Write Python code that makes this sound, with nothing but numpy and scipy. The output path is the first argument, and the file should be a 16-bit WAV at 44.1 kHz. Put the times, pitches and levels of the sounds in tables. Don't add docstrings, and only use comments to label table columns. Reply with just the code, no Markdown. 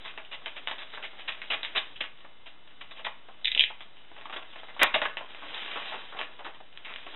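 import sys
import numpy as np
from scipy import signal
from scipy.fft import rfft, irfft
from scipy.io import wavfile
from scipy.ndimage import uniform_filter1d

SR = 44100
rng = np.random.default_rng(int(sys.argv[2]) if len(sys.argv) > 2 else 0)


def gain_from_db(level_db):
    decades = np.asarray(level_db, float) / 20
    return 10 ** decades


def materialize(psi):
    bounded = np.clip(np.atleast_2d(psi).T, -1, 1)
    quanta = np.round(bounded * 32767).astype(np.int16)
    wavfile.write(sys.argv[1], SR, quanta)


N = 315315

# t/s, peak level/dB, body level against it/dB, colour f/Hz, hold t/s
TEARS = [(0.046, -29, -17, 3400, 0.027), (0.074, -33.5, -22, 2700, 0.034), (0.56, -28, -17.5, 2900, 0.018),
         (0.931, -30.5, -12.5, 2190, 0.0091), (0.915, -35.5, -28, 3500, 0.028),
         (0.943, -28, -22, 3500, 0.0088), (1.956, -32.5, -34, 2920, .006),
         (2.004, -16, -21.5, 2600, 0.0078), (2.457, -34.5, -20, 3050, .021),
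         (2.807, -29, -20, 3020, 0.0078), (2.906, -33, -18, 3490, 0.0146), (2.962, -37, -17, 2940, 0.039),
         (3.045, -17, -24, 3440, 0.0052), (3.061, -20.5, -19, 2070, 0.0036)]
# t/s, peak level/dB, body level against it/dB, colour f/Hz, hold t/s
STROKES = [
    (0.312, -27, -20, 2890, 0.039),
    (0.777, -30, -19, 3420, 0.054),
    (1.022, -27, -19.5, 3000, 0.034),
    (1.184, -33.5, -23.5, 2840, 0.038),
    (1.275, -19, -21, 2600, 0.022),
    (1.499, -16.5, -20.5, 2630, 0.046),
    (1.749, -16.5, -15.5, 2430, 0.029),
    (1.756, -13, -37, 3510, .028),
    (4.811, -6.5, -16, 1922, 0.03),
    (4.8145, -25, -18, 3650, 0.057),
]
# t/s, peak level/dB, body level against it/dB, colour f/Hz, hold t/s
BUCKLES = [(4.162, -37, -12.5, 2960, 0.026), (4.325, -23.5, -17, 1590, .017), (4.36, -26, -9, 3500, 0.0091),
           (4.556, -34.5, -9, 2680, 0.0053), (4.683, -39.5, -8.5, 2180, .022),
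           (4.792, -16.5, -17.5, 2003, .01), (4.9405, -11, -13.5, 3130, 0.011),
           (5.015, -18.5, -10, 1840, .01), (5.046, -21, -23, 1710, .006), (5.421, -44, 1.5, 2815, 0.014),
           (5.678, -36, -10.5, 2900, 0.039), (5.85, -30.5, -18, 3730, 0.059),
           (6.166, -24.5, -14, 1424, 0.0076), (6.187, -36.5, -2.5, 3040, 0.032),
           (6.2, -50.5, -18, 2490, 0.0081)]
# t/s, peak level/dB, body level against it/dB, colour f/Hz, hold t/s
PULLS = [
    (5.551, -33.5, -16, 3450, .022),
    (5.751, -26.5, -16, 1480, .05),
    (5.916, -26, -11, 1430, 0.04),
    (6.445, -30.5, -9, 1970, 0.031),
    (6.857, -32.5, -14.5, 2400, 0.066),
    (6.937, -61, -2.5, 2020, 0.02),
]
# t/s, peak level/dB, body level
# against it/dB, colour f/Hz
SNAPS = [(0.176, -24, -12.5, 2580), (0.248, -36, -33, 2970), (0.459, -18.5, -26, 2840),
         (0.465, -30.5, -10, 2900), (0.673, -14, -19, 3000), (0.712, -22, -13, 3510),
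         (0.974, -27, -9, 1750), (1.321, -24.5, -35, 2630), (1.417, -22, -23, 2340),
         (1.631, -16.5, -22.5, 3570), (1.648, -16, -28, 1990), (2.04, -25.5, -18, 2490),
         (2.174, -44, -29, 3350), (2.204, -44, -20, 2900), (2.248, -52, -3, 2500),
         (2.674, -44.5, -16, 3020), (2.705, -44, -18.5, 2350), (2.821, -50, -2, 2910),
         (2.994, -43, -2, 2000), (3.806, -28.5, -17, 3310), (3.969, -41.5, -17, 2920),
         (4.211, -34.5, -14.5, 2350), (4.255, -28, -12, 1520), (4.297, -27, -11.5, 1580),
        (4.425, -40, -8, 3300), (4.53, -38.5, -18.5, 2980), (4.593, -43.5, -28.5, 3005),
        (4.802, -29, -5, 2520), (4.826, -4.5, -20.5, 1820), (4.939, -23.5, -19, 3200),
        (5.017, -11, -20, 1930), (5.053, -15.5, -9, 1640), (5.17, -18.5, -16, 2790),
        (5.3, -40.5, -15, 3123), (5.347, -27.5, -18, 1490), (5.545, -22, -36, 3520),
        (5.759, -26.5, -6, 1380), (6.189, -21.5, -18.5, 3020), (6.205, -30, -9, 2520),
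        (6.213, -18.5, -17, 2630), (6.392, -40.5, -13, 3000), (6.446, -30, -32, 3500),
        (6.544, -40.5, -13.5, 3410), (6.848, -26.5, -27, 2340), (7.065, -32.5, -7.5, 3000)]
# t/s, peak level/dB, body level against it/dB, colour f/Hz
TICKS = [
    (6.015, -35.5, -23, 3060),
    (6.727, -41, -28, 2900),
    (6.752, -40, -23, 2400),
    (6.761, -40, -17, 2000),
    (6.774, -24, -21.5, 3250),
    (6.938, -23.5, -24.5, 2720),
    (6.96, -20.5, -21, 3000),
    (6.984, -32, -14, 2500),
    (7.029, -36, -25, 3200),
]
# t/s, peak level/dB, pitch f/Hz, push t/s
KNOCKS = [(0.185, -53.5, 1010, .015), (0.418, -41.5, 910, .02), (0.684, -33.5, 1050, 0.017),
          (1.131, -43, 860, 0.018), (1.194, -36, 1120, 0.009), (2.246, -37, 651, 0.0046),
          (2.247, -38.5, 1090, .01), (3.066, -24, 930, 0.012), (3.286, -33, 888, 0.015),
          (3.561, -31, 666, .011), (3.702, -30, 950, 0.012), (4.115, -39, 657, .009),
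          (4.296, -48, 1130, 0.01), (4.4, -43, 1120, 0.003), (4.633, -33.5, 1030, .012),
          (4.765, -33, 1140, .017), (4.837, -20.5, 1160, .016), (5.054, -18, 1650, 0.011),
          (5.206, -30.5, 920, 0.024), (5.757, -28, 1140, 0.019), (5.922, -41, 907, .012),
          (6.123, -33, 1155, 0.033), (6.148, -35, 764, 0.061), (6.391, -32.5, 905, 0.033),
          (6.449, -27.5, 1380, 0.013), (6.603, -36.5, 780, 0.011), (7.066, -43, 1040, 0.05)]
# t/s, peak level/dB, pitch f/Hz, push t/s
BOOMS = [
    (4.817, -14, 660, .018),
    (4.944, -12, 680, .012),
    (4.955, -9, 657, .014),
    (5.018, -14, 620, .018),
]
# t/s, peak level/dB, pitch f/Hz, push t/s
PLUCKS = [
    (1.034, -21, 2150, 0.019),
    (2.814, -38, 2040, 0.0075),
    (3.065, -14.5, 2000, 0.0086),
    (3.149, -44, 2060, 0.017),
    (4.816, -6, 1840, 0.0057),
]
# t/s, peak level/dB, ring f/Hz, ring t/ms, lower ring level/dB
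RATCHET = [
    (3.4474, -15, 3700, .6, -9),
    (3.4556, -13, 3700, .6, -11),
    (3.4735, -17, 3650, .55, -4),
    (3.481, -15, 3600, .5, -3),
    (3.518, -15, 3750, .6, -8),
    (3.5498, -12, 3100, .48, -14),
    (3.577, -10, 2900, .5, -20),
    (3.5952, -3.5, 3100, .5, -26),
    (3.6086, -4, 3050, .5, -24),
    (3.639, -9, 3200, .45, -6),
]
# t/s, rustle level/dB
RUSTLE = [(0.0, -48), (0.28, -62), (0.499, -53.5), (1.302, -53), (1.81, -49), (2.1, -64), (2.7, -67.5),
          (3.01, -57.5), (3.201, -63), (3.94, -62), (4.3, -56.5), (4.961, -50), (5.2, -56.5), (5.6, -38),
          (5.88, -41), (6.15, -51), (6.7, -64.5), (7.15, -47.5)]
# f/Hz, width f/Hz, level/dB
SHEET = [(657, 7.9, 3), (895, 75, 0), (1100, 22, 8)]
# f/Hz, time to fall 60 dB t/s
ROOM = [(250, 0.28), (700, 0.32), (2000, 0.33), (4000, 0.21)]
# f/Hz, level/dB
MICROPHONE = [(150, -2), (300, 1), (420, -1), (650, 1), (1200, -3.5), (2500, -0.72), (3800, 1.5)]
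# f/Hz, level per Hz/dB
HISS = [(29, -17.5), (50, -10), (186, -10.5), (600, -15), (1190, -13.5), (2850, -19), (3900, -24.5),
        (5070, -58)]
# f/Hz, rms level/dB
WHINE = [(1782, -79), (2078, -74), (2676, -74.5), (2972, -68.5), (3268, -77.5), (3564, -70), (3860, -75)]


def evened(x):
    return x / np.sqrt(np.mean(x ** 2) + 1e-20)


def read(points, hz):
    f, value = np.transpose(points)
    return np.interp(np.log(hz + 1), np.log(f + 1), value)


def add(mix, s, sound):
    part = mix[round(s * SR):][:len(sound)]
    part += sound[:len(part)]


def band(x, lo_hz, hi_hz):
    return signal.sosfilt(signal.butter(N=2, Wn=[lo_hz, hi_hz], btype="band", fs=SR, output="sos"), x)


def resonate(x, hz, width):
    turn = np.exp(2j * np.pi * hz * np.arange(len(x)) / SR)
    r = np.exp(-np.pi * width / SR)
    return 2 * (turn * signal.lfilter([1 - r], [1, -r], x / turn)).real


def crackle(size, per_s, spread_db):
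    when, sign, force = rng.random((size, 3)).T
    breaks = when < per_s / SR
    return evened(breaks * np.sign(sign - 0.5) * gain_from_db(-spread_db * np.log(force + 0.0036)))


def paper(drive, body_db, hz):
    edge = band(drive, 1600, 3700) + 1.25 * resonate(drive, hz, 600)
    modes = sum(gain_from_db(db) * resonate(drive, f, 2.58 * width) for f, width, db in SHEET)
    sheet = band(drive, 360, 2800) + 1.306 * modes
    return gain_from_db(11.5) * edge - gain_from_db(body_db + 23.5) * sheet


def tears():
    out, t = np.zeros(N), np.arange(12000) / SR
    stroke_rise_s = 0.00686
    for rows, rise_s, t60_s in ((TEARS, 0.006, 0.095), (BUCKLES, 0.0026, 0.098),
                                (STROKES, stroke_rise_s, 0.071), (PULLS, stroke_rise_s, 0.13)):
        for s, db, body_db, hz, hold_s in rows:
            fibres = crackle(len(t), 7000, 2.6)
            swell = np.minimum(t / rise_s, 1)
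            fade = gain_from_db(-60 * np.maximum(t - hold_s, 0) / t60_s)
            add(out, s, gain_from_db(db - 17.5) * paper(fibres * swell * fade, body_db, hz))
    return out


def snaps():
    out, t = np.zeros(N), np.arange(6000) / SR
    for rows, settle_db in ((SNAPS, -14), (TICKS, -22)):
        for s, db, body_db, hz in rows:
            after_db = settle_db - 0.2 * (db + 28.5)
            drive = gain_from_db(after_db - 6.5) * crackle(len(t), 4000, 3.7) * gain_from_db(-60 * t / 0.13)
            drive[40] += 1
            add(out, s, gain_from_db(db + 2) * paper(drive, body_db, hz))
    return out


def knocks():
    out, t = np.zeros(N), np.arange(5000) / SR
    for rows, width_hz in ((KNOCKS, 484), (BOOMS, 65), (PLUCKS, 220)):
        for s, db, hz, push_s in rows:
            drive = crackle(len(t), 4000, 3.0) * np.exp(-t / push_s)
            drive[40] += 5.0
            boom = resonate(resonate(drive, hz, width_hz), hz, 3 * width_hz)
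            panels = gain_from_db(-14.5) * band(drive, 400, 1900)
            add(out, s, gain_from_db(db + 4) * (boom + panels))
    return out


def ratchet():
    out, t = np.zeros(N), np.arange(-150, 150) / SR
    for s, db, hz, ms, low_db in RATCHET:
        tick = np.sin(2 * np.pi * hz * t) * np.exp(-(1000 * t / ms) ** 2)
        low = np.sin(2 * np.pi * 2150 * t) * np.exp(-((t - 0.0004) / 0.0006) ** 2)
        add(out, s + t[0], gain_from_db(db) * (tick + gain_from_db(low_db) * low))
    return out


def rattle():
    out, t = np.zeros(N), np.arange(8000) / SR
    shell_db, buzz_db, buzz_t60_s = -18, -4, 0.06
    for s, db, *_ in RATCHET:
        buzz = band(band(crackle(len(t), 2000, 4.5), 1900, 4100), 1900, 4100)
        thud = np.exp(-t / 0.00011)
        murmur = 0.12 * rng.standard_normal(len(t)) * np.exp(-t / 0.022)
        add(out, s, gain_from_db(db + shell_db) * band(thud + murmur, 250, 1700))
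        add(out, s, gain_from_db(db + buzz_db - 60 * t / buzz_t60_s) * buzz)
    return out


def rustle():
    s, db = np.transpose(RUSTLE)
    level_db = np.interp(np.arange(N) / SR, s, db)
    flutter = evened(uniform_filter1d(uniform_filter1d(rng.standard_normal((3, N)), 500), 500))
    drive = crackle(N, 3500, 2.2) * gain_from_db(1.8 * flutter)
    bright = evened(band(drive[0], 1300, 3400)) * gain_from_db(level_db - 4.0)
    film = evened(band(drive[1], 3010, 4300)) * gain_from_db(-55 + 0.81 * (level_db + 49.5))
    body = evened(band(drive[2], 270, 1300)) * gain_from_db(-55.5 + 0.61 * (level_db + 47))
    return bright - film - body


def room(x):
    out, at = np.zeros(N), np.arange(180, SR // 2 - 20, 20)
    for k in range(3):
        taps = np.zeros(SR // 2)
        taps[at + rng.integers(0, 20, len(at))] = rng.choice([-1., 1.], len(at))
        hz, t, z = signal.stft(taps, SR, nperseg=256)
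        fade = gain_from_db(-60 * t / read(ROOM, hz)[:, None])
        fade = fade + gain_from_db(8.0 - 60 * t / 0.017)
        tail = signal.istft(z * fade, SR, nperseg=256)[1]
        tail[:170] = 0
        share = np.sqrt(2 / 3) * np.cos(2 * np.pi * (3.1 * np.arange(N) / SR + k / 3))
        out += signal.fftconvolve(x * share, tail / np.linalg.norm(tail))[:N]
    return out


def camera_noise():
    hz, t = np.fft.rfftfreq(N, 1 / SR), np.arange(N) / SR
    hiss = evened(irfft(rfft(rng.standard_normal(N)) * gain_from_db(read(HISS, hz)), N))
    whine = sum(np.sqrt(2) * gain_from_db(db) * np.sin(2 * np.pi * (f * t + rng.random())) for f, db in WHINE)
    return gain_from_db(-62.5) * hiss + whine


def scene():
    handled = tears() + snaps() + knocks() + rustle()
    knife = ratchet() + rattle()
    heard = handled + knife + room(gain_from_db(-8.5) * handled + gain_from_db(-7.5) * knife)
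    tone = gain_from_db(read(MICROPHONE, np.fft.rfftfreq(N, 1 / SR)))
    return (irfft(rfft(heard) * tone, N) + camera_noise())[None]


def roll_off(x):
    return signal.sosfilt(signal.butter(12, 16660, fs=SR, output="sos"), x)


def record(dry):
    camera_rate_hz, overflow_s = 8000, 4.83254
    narrow = signal.oaconvolve(dry[0], signal.firwin(551, 3960, window=("kaiser", 3.6), fs=SR), "same")
    power = uniform_filter1d(uniform_filter1d(narrow ** 2, 500), 500)
    narrow = narrow - gain_from_db(-44.0) - gain_from_db(-44.5) * np.tanh(300 * power)
    turn = 2 * np.pi * camera_rate_hz * np.arange(N) / SR
    mirror = 2 * narrow * np.cos(turn)
    second = 2 * narrow * np.cos(2 * turn)
    out = narrow + gain_from_db(-48) * band(mirror, 3900, 5000) + gain_from_db(-53) * band(mirror, 5000, 6500)
    out = out + gain_from_db(-60) * mirror + gain_from_db(-65) * band(second, 11500, 14000)
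    t = np.arange(-22, 23) / SR
    swing = -gain_from_db(-4) * np.cos(2 * np.pi * 2100 * t)
    wrap = gain_from_db(-3.5) * np.sinc(2 * 15900 * t)
    add(out, overflow_s + t[0], (swing + wrap) * np.hanning(len(t)))
    return roll_off(out[None])


dry = scene()
out = record(dry)
materialize(out)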